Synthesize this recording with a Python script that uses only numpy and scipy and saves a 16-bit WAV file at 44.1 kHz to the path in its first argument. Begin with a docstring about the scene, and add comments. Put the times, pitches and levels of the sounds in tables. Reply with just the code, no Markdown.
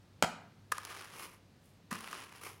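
"""Two strokes of wooden hand cards combing wool: wire teeth drag through the fleece as clumped scratch noise,
then slip off the edge with a brighter rasp. Each landing is a clack: noise bursts that excite
the damped modes of a wooden paddle, plus wire ticks. Before the first stroke a hard contact knocks wood
into modal ringing; half-sine thuds add weight, and filtered noise gives a faint swish between the strokes.
All sounds close by in a small room of decaying-noise reflections, over steady air noise and a low hum."""
import sys
import numpy as np
from scipy import signal
from scipy.fft import rfft, irfft
from scipy.io import wavfile
from scipy.ndimage import uniform_filter1d

SR = 44100
rng = np.random.default_rng(int(sys.argv[2]) if len(sys.argv) > 2 else 0)


def generate_wav(sig):
    """Save sig (samples, or channels by samples) to the path in sys.argv[1] as 16-bit PCM at SR."""
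    pcm = np.round(np.clip(np.atleast_2d(sig).T, -1, 1) * 32767).astype(np.int16)
    wavfile.write(sys.argv[1], SR, pcm)


N = 114660
TIME = np.arange(N) / SR


def amp(db):
    """Level law: converts decibels to an amplitude gain."""
    return 10 ** (np.asarray(db) / 20)


def unit(x):
    """Power normalisation: scales to an rms of one."""
    return x / np.sqrt(np.mean(x ** 2) + 1e-20)


def read(points, hz):
    """Logarithmic pitch scale: interpolates a table along log frequency."""
    f, value = np.transpose(points)
    return np.interp(np.log(hz + 1), np.log(f), value)


def add(mix, s, sound):
    """Superposition: mixes a sound in at time s."""
    part = mix[round(s * SR):][:len(sound)]
    part += sound[:len(part)]


def colour(x, points, size=4096):
    """Minimum phase: a causal filter of unit energy derived from its magnitude spectrum."""
    hz = abs(np.fft.fftfreq(size, 1 / SR))
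    log_gain = np.log(amp(read(points, hz)))
    # the Hilbert transform of the log gain supplies the phase
    response = np.exp(signal.hilbert(log_gain).conj())
    ring = np.fft.ifft(response).real[:size // 2]
    return signal.oaconvolve(x, ring / np.linalg.norm(ring))[:len(x)]


def burst(fade_s, size=2048, count=4):
    """Impulsive excitation: many tiny contacts as dying noise of unit energy and nearly even spectrum."""
    fade = np.exp(-np.arange(size) / SR / max(fade_s, 1e-4))
    x = rng.standard_normal(size) * fade
    # alternately flatten the spectrum and restore the decay
    for _ in range(count):
        spectrum = rfft(x)
        flat = irfft(spectrum / (abs(spectrum) + 1e-9))
        x = flat * np.sqrt(fade)
    return x / np.linalg.norm(x)


# Spectrum of the air noise. Each row: frequency in Hz, relative level in dB.
AIR_SPECTRUM = [(20, -21), (55, -6.5), (160, 1), (250, -5.5), (400, -10), (1000, -18), (1800, -21),
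                (2600, -23), (4500, -24.5), (7000, -31), (16000, -40)]
AIR_DB, HUM_DB = -63.5, -67  # rms levels
HUM_HZ, HUM_WIDTH_HZ = 98.5, 3  # centre, and offset at which the hum's gain halves


def room_tone():
    """Stationary noise: shaped air noise, and a narrow band whose beating makes the hum waver."""
    hz = np.fft.rfftfreq(N, 1 / SR)
    resonance = 1 / (1 + ((hz - HUM_HZ) / HUM_WIDTH_HZ) ** 2)
    hum = irfft(rfft(rng.standard_normal(N)) * resonance, N)
    air = irfft(rfft(rng.standard_normal(N)) * amp(read(AIR_SPECTRUM, hz)), N)
    return amp(AIR_DB) * unit(air) + amp(HUM_DB) * unit(hum)


# Reverberation of the small room. Each row: frequency in Hz, 60 dB decay time in s.
ROOM_DECAY = [(150, 0.72), (500, 0.45), (1300, 0.56), (3000, 0.53), (7000, 0.35), (14000, 0.26)]


def room(x, wet_db, first_s=0.0046):
    """Diffuse reverberation: adds reflections as noise decaying at its own rate in each band."""
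    hz, t, bands = signal.stft(rng.standard_normal(SR), SR, nperseg=256)
    decay = amp(-60 * t / read(ROOM_DECAY, hz)[:, None])
    tail = signal.istft(bands * decay, SR, nperseg=256)[1]
    # no reflection returns before first_s
    tail = tail * (np.arange(len(tail)) / SR > first_s)
    return x + amp(wet_db) * signal.fftconvolve(x, tail / np.linalg.norm(tail))[:N]


BRUSH_WET_DB = -14.5  # reflections of all brushing sounds


def teeth(strokes, spectrum, per_s, spread_db, rub_db, clump_db, clump_s=.005, scratch_s=0.00049):
    """Stick-slip friction: random scratches of wire teeth in clumps, over the soft rub of the fibres."""
    level = sum(amp(np.interp(TIME, *np.transpose(curve), left=-200, right=-200)) for curve in strokes)
    # random flicks, per_s a second on average, of unequal strength
    strength = amp(spread_db * np.minimum(rng.exponential(1, N), 4))
    flicks = (rng.random(N) < per_s / SR) * strength
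    # the powers of overlapping scratches add
    power = signal.lfilter([1], [1, -np.exp(-2 / (scratch_s * SR))], flicks ** 2)
    scratches = np.sqrt(power) * rng.standard_normal(N)
    slow_noise = uniform_filter1d(rng.standard_normal(N), max(round(clump_s * SR), 1))
    clumps = amp(clump_db * unit(slow_noise))
    rub = amp(rub_db) * rng.standard_normal(N)
    drive = unit((unit(scratches) + rub) * clumps)
    return room(colour(drive * level, spectrum), BRUSH_WET_DB)


# Faint swish as the card comes down again, one curve. Each row: time in s, level in dB.
SWISH_LEVEL = [
    [(1.59, -85), (1.66, -72), (1.76, -83), (1.79, -88)],
]
# Spectrum of the swish. Each row: frequency in Hz, relative level in dB.
SWISH_SPECTRUM = [(800, -27), (9000, 5), (16000, -2)]


def swish():
    """Broadband noise: dense flicks under a strong rub merge into a faint, bright swish."""
    return teeth(SWISH_LEVEL, SWISH_SPECTRUM, per_s=5000, spread_db=2, rub_db=4, clump_db=3)


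# Low thuds under the knock and the second landing.
# Each row: start in s, frequency in Hz, level in dB, length in s.
THUDS = [(0.228, 88, -45, 0.027), (0.227, 239.3, -32.5, 0.0158), (1.9188, 205, -33.5, .014), ]


def thump(wet_db=-12):
    """Low-frequency transient: a few half-sine-shaped cycles as the weight of the card comes to bear."""
    out = np.zeros(N)
    for s, hz, db, length in THUDS:
        t = np.arange(0, length, 1 / SR)
        swell = np.sin(np.pi * t / length)
        add(out, s, amp(db) * swell * np.sin(2 * np.pi * hz * t))
    return room(out, wet_db)


# Contacts of the wooden knock. Each row: start in s, relative level in dB.
KNOCK_CONTACTS = [(0.2245, -4.5), (0.2256, -0.5), (0.2334, -15), (0.2380, -14.5), (0.2439, -16)]
# Spectrum of the contacts. Each row: frequency in Hz, relative level in dB.
KNOCK_SPECTRUM = [(50, -26), (200, -5.5), (420, -10), (640, 0.5), (1100, -2.5), (1600, -6), (2100, -7.5),
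                  (4000, -14.5), (7000, -13), (10000, -19.5), (16000, -31)]
# Modes of the knocked wood. Each row: frequency in Hz, relative level in dB, 60 dB decay time in s.
WOOD_MODES = [(171.3, -2.5, 0.35), (631, -11, 0.18), (662, 7, .12), (741, -3, 0.17), (1283, -12, 0.6),
              (1360, 1, 0.22), (1505, -18.5, 0.26), (1835, -5.5, 0.062), (2010, -30.5, 1),
              (2560, -11.5, 0.19), (3220, 2, 0.13), (3989, -24, .26)]
KNOCK_DB, KNOCK_FADE_S, KNOCK_WET_DB = 2, 0.0022, -11  # contact gain, burst fade setting, reflections
WOOD_DB = -36.5  # gain of the ringing


def knock(chatter_db=-11, chatter_s=.021, release_s=0.0044):
    """Modal excitation: a hard contact and brief chatter, with the decaying modes of the wood."""
    hits, ring, t = np.zeros(N), np.zeros(N), TIME[:SR]
    for s, db in KNOCK_CONTACTS:
        add(hits, s, amp(db) * burst(KNOCK_FADE_S))
    start = KNOCK_CONTACTS[1][0]  # the strongest contact
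    # chatter holds for chatter_s, then dies away
    hold = np.exp(-np.maximum(t - chatter_s, 0) / release_s)
    chatter = signal.lfilter([1], [1, -.7], rng.standard_normal(SR)) * hold
    add(hits, start, amp(chatter_db) * chatter / np.linalg.norm(chatter))
    for hz, db, t60 in WOOD_MODES:
        mode = np.sin(2 * np.pi * (hz * t + rng.random()))
        add(ring, start, amp(db - 60 * t / t60) * mode)
    contacts = amp(KNOCK_DB) * colour(hits, KNOCK_SPECTRUM)
    return room(contacts, KNOCK_WET_DB) + amp(WOOD_DB) * ring


# Modes of the card's paddle. Each row: frequency in Hz, relative level in dB, 60 dB decay time in s.
PADDLE_MODES = [(504, -9.5, 0.061), (998, 0.5, 0.022), (1220, 3.5, 0.025), (1477, -1, .018),
                (1700, 2, 0.017), (1963, -4, 0.02), (2580, -5, 0.011)]


def paddle(x, low_hz=850):
    """Damped resonance: the hand-held wooden paddle rings briefly and radiates little bass."""
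    t = TIME[:4096]
    ring = np.zeros(len(t))
    for k, (hz, db, t60) in enumerate(PADDLE_MODES):
        # neighbouring modes have opposite sign
        ring += (-1) ** k * amp(db - 60 * t / t60) * np.sin(2 * np.pi * hz * t)
    ring = signal.lfilter(*signal.butter(2, low_hz, "high", fs=SR), ring)
    return signal.oaconvolve(x, ring / np.linalg.norm(ring))[:N]


# Card meeting card, and teeth snagging.
# Each row: start in s, relative wood level in dB, relative wire level in dB, burst fade setting in s.
CLACK_CONTACTS = [(0.7178, -6, -19.5, 0.0011), (0.72, 1.5, -6.5, 0.0022), (0.7219, -1, -6, 0.0018),
                  (0.7257, -14.5, -13, 0.0012), (0.7819, -8.5, -11.5, 0.0023), (0.8508, -19.5, -12, 0.0037),
                  (0.9066, -16, -28, 0.0043), (0.9168, -25, -29, .0015), (1.0128, -21, -23, 0.00086),
                  (1.2077, -25, -26, 0.00057), (1.911, -16, -17, 0.0033), (1.9122, -7.5, -18, 0.0078),
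                  (1.9168, -9.5, -17, 0.0047), (1.9270, -5.5, -13.5, 0.0051), (1.938, -19, -19, .004),
                  (1.9555, -10, -20, .0012), (2.0072, -16, -21, .001), (2.1135, -19, -22, .002),
                  (2.1290, -8, -17, .0012), ]
# Spectrum of the wire tick. Each row: frequency in Hz, relative level in dB.
TICK_SPECTRUM = [(100, -14), (350, -1), (3800, -3), (5400, -0.5), (8000, -2), (10000, 0.5), (16000, -14.5)]
CLACK_DB, CLACK_WET_DB = -7.5, -15.5  # overall gain, reflections


def clacks():
    """Impact: bunches of teeth strike or let go together, so the wires tick and the paddle sounds."""
    pushes, ticks = np.zeros(N), np.zeros(N)
    for s, wood_db, wire_db, fade_s in CLACK_CONTACTS:
        add(pushes, s, amp(wood_db) * burst(fade_s / 2))  # the wood is pushed more briefly
        add(ticks, s, amp(wire_db) * burst(fade_s))
    contacts = paddle(pushes) + colour(ticks, TICK_SPECTRUM)
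    return room(amp(CLACK_DB) * contacts, CLACK_WET_DB)


# Rasp of the teeth slipping off the edge, one curve per stroke. Each row: time in s, level in dB.
SLIP_LEVEL = [
    [(1.09, -70), (1.16, -54.5), (1.19, -49), (1.235, -46), (1.28, -56.5), (1.32, -62), (1.38, -69),
     (1.41, -104)],
    [(2.33, -81), (2.36, -60), (2.406, -66.5), (2.414, -51.5), (2.47, -46), (2.51, -55.5), (2.55, -62),
     (2.6, -69)],
]
# Spectrum of the slip. Each row: frequency in Hz, relative level in dB.
SLIP_SPECTRUM = [(100, -32), (400, 1.5), (650, -9), (1100, 1.5), (1700, -9), (2150, -3), (3000, -7),
                 (3800, -14.5), (5400, -10.5), (8000, -16.5), (10700, -8.5), (13000, -16), (16000, -22)]


def slip():
    """Frictional release: denser scratches and less rub as the teeth slip off the edge."""
    return teeth(SLIP_LEVEL, SLIP_SPECTRUM, per_s=3500, spread_db=4.0, rub_db=-4, clump_db=1.64)


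# Force on the dragging teeth, one curve per stroke. Each row: time in s, level in dB.
DRAG_LEVEL = [
    [(0.723, -44), (0.736, -53), (0.83, -55), (0.90, -47.5), (1.03, -51.5), (1.10, -55), (1.16, -56.5),
     (1.25, -54.5), (1.36, -79)],
    [(1.908, -49), (1.93, -47.5), (2.02, -51.5), (2.14, -48), (2.23, -51), (2.26, -57), (2.32, -60),
     (2.38, -56.5), (2.45, -73)],
]
# Spectrum of the drag. Each row: frequency in Hz, relative level in dB.
DRAG_SPECTRUM = [(100, -29), (380, -3.5), (620, -8.5), (850, -4), (1080, 0.5), (1450, -2), (2000, -4.5),
                 (2900, -4.5), (3700, -11.5), (5300, -10.5), (8000, -18), (10300, -12), (13000, -24),
                 (16000, -23)]


def drag():
    """Sliding friction: sparser, more strongly clumped scratches as the teeth drag through the fleece."""
    return teeth(DRAG_LEVEL, DRAG_SPECTRUM, per_s=1100, spread_db=3, rub_db=-1, clump_db=2.5)


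def scene():
    """Superposition: the room tone, the knock and the two strokes in one channel."""
    contacts = thump() + knock() + clacks()
    brushing = swish() + slip() + drag()
    return (room_tone() + contacts + brushing)[None]


CUT_HZ = 16000


def record(dry):
    """Band limitation: a linear-phase low-pass filter leaves almost nothing above CUT_HZ."""
    low_pass = signal.firwin(511, CUT_HZ, window=("kaiser", 9), fs=SR)
    return signal.oaconvolve(dry, low_pass[None], "same")


dry = scene()
out = record(dry)
generate_wav(out)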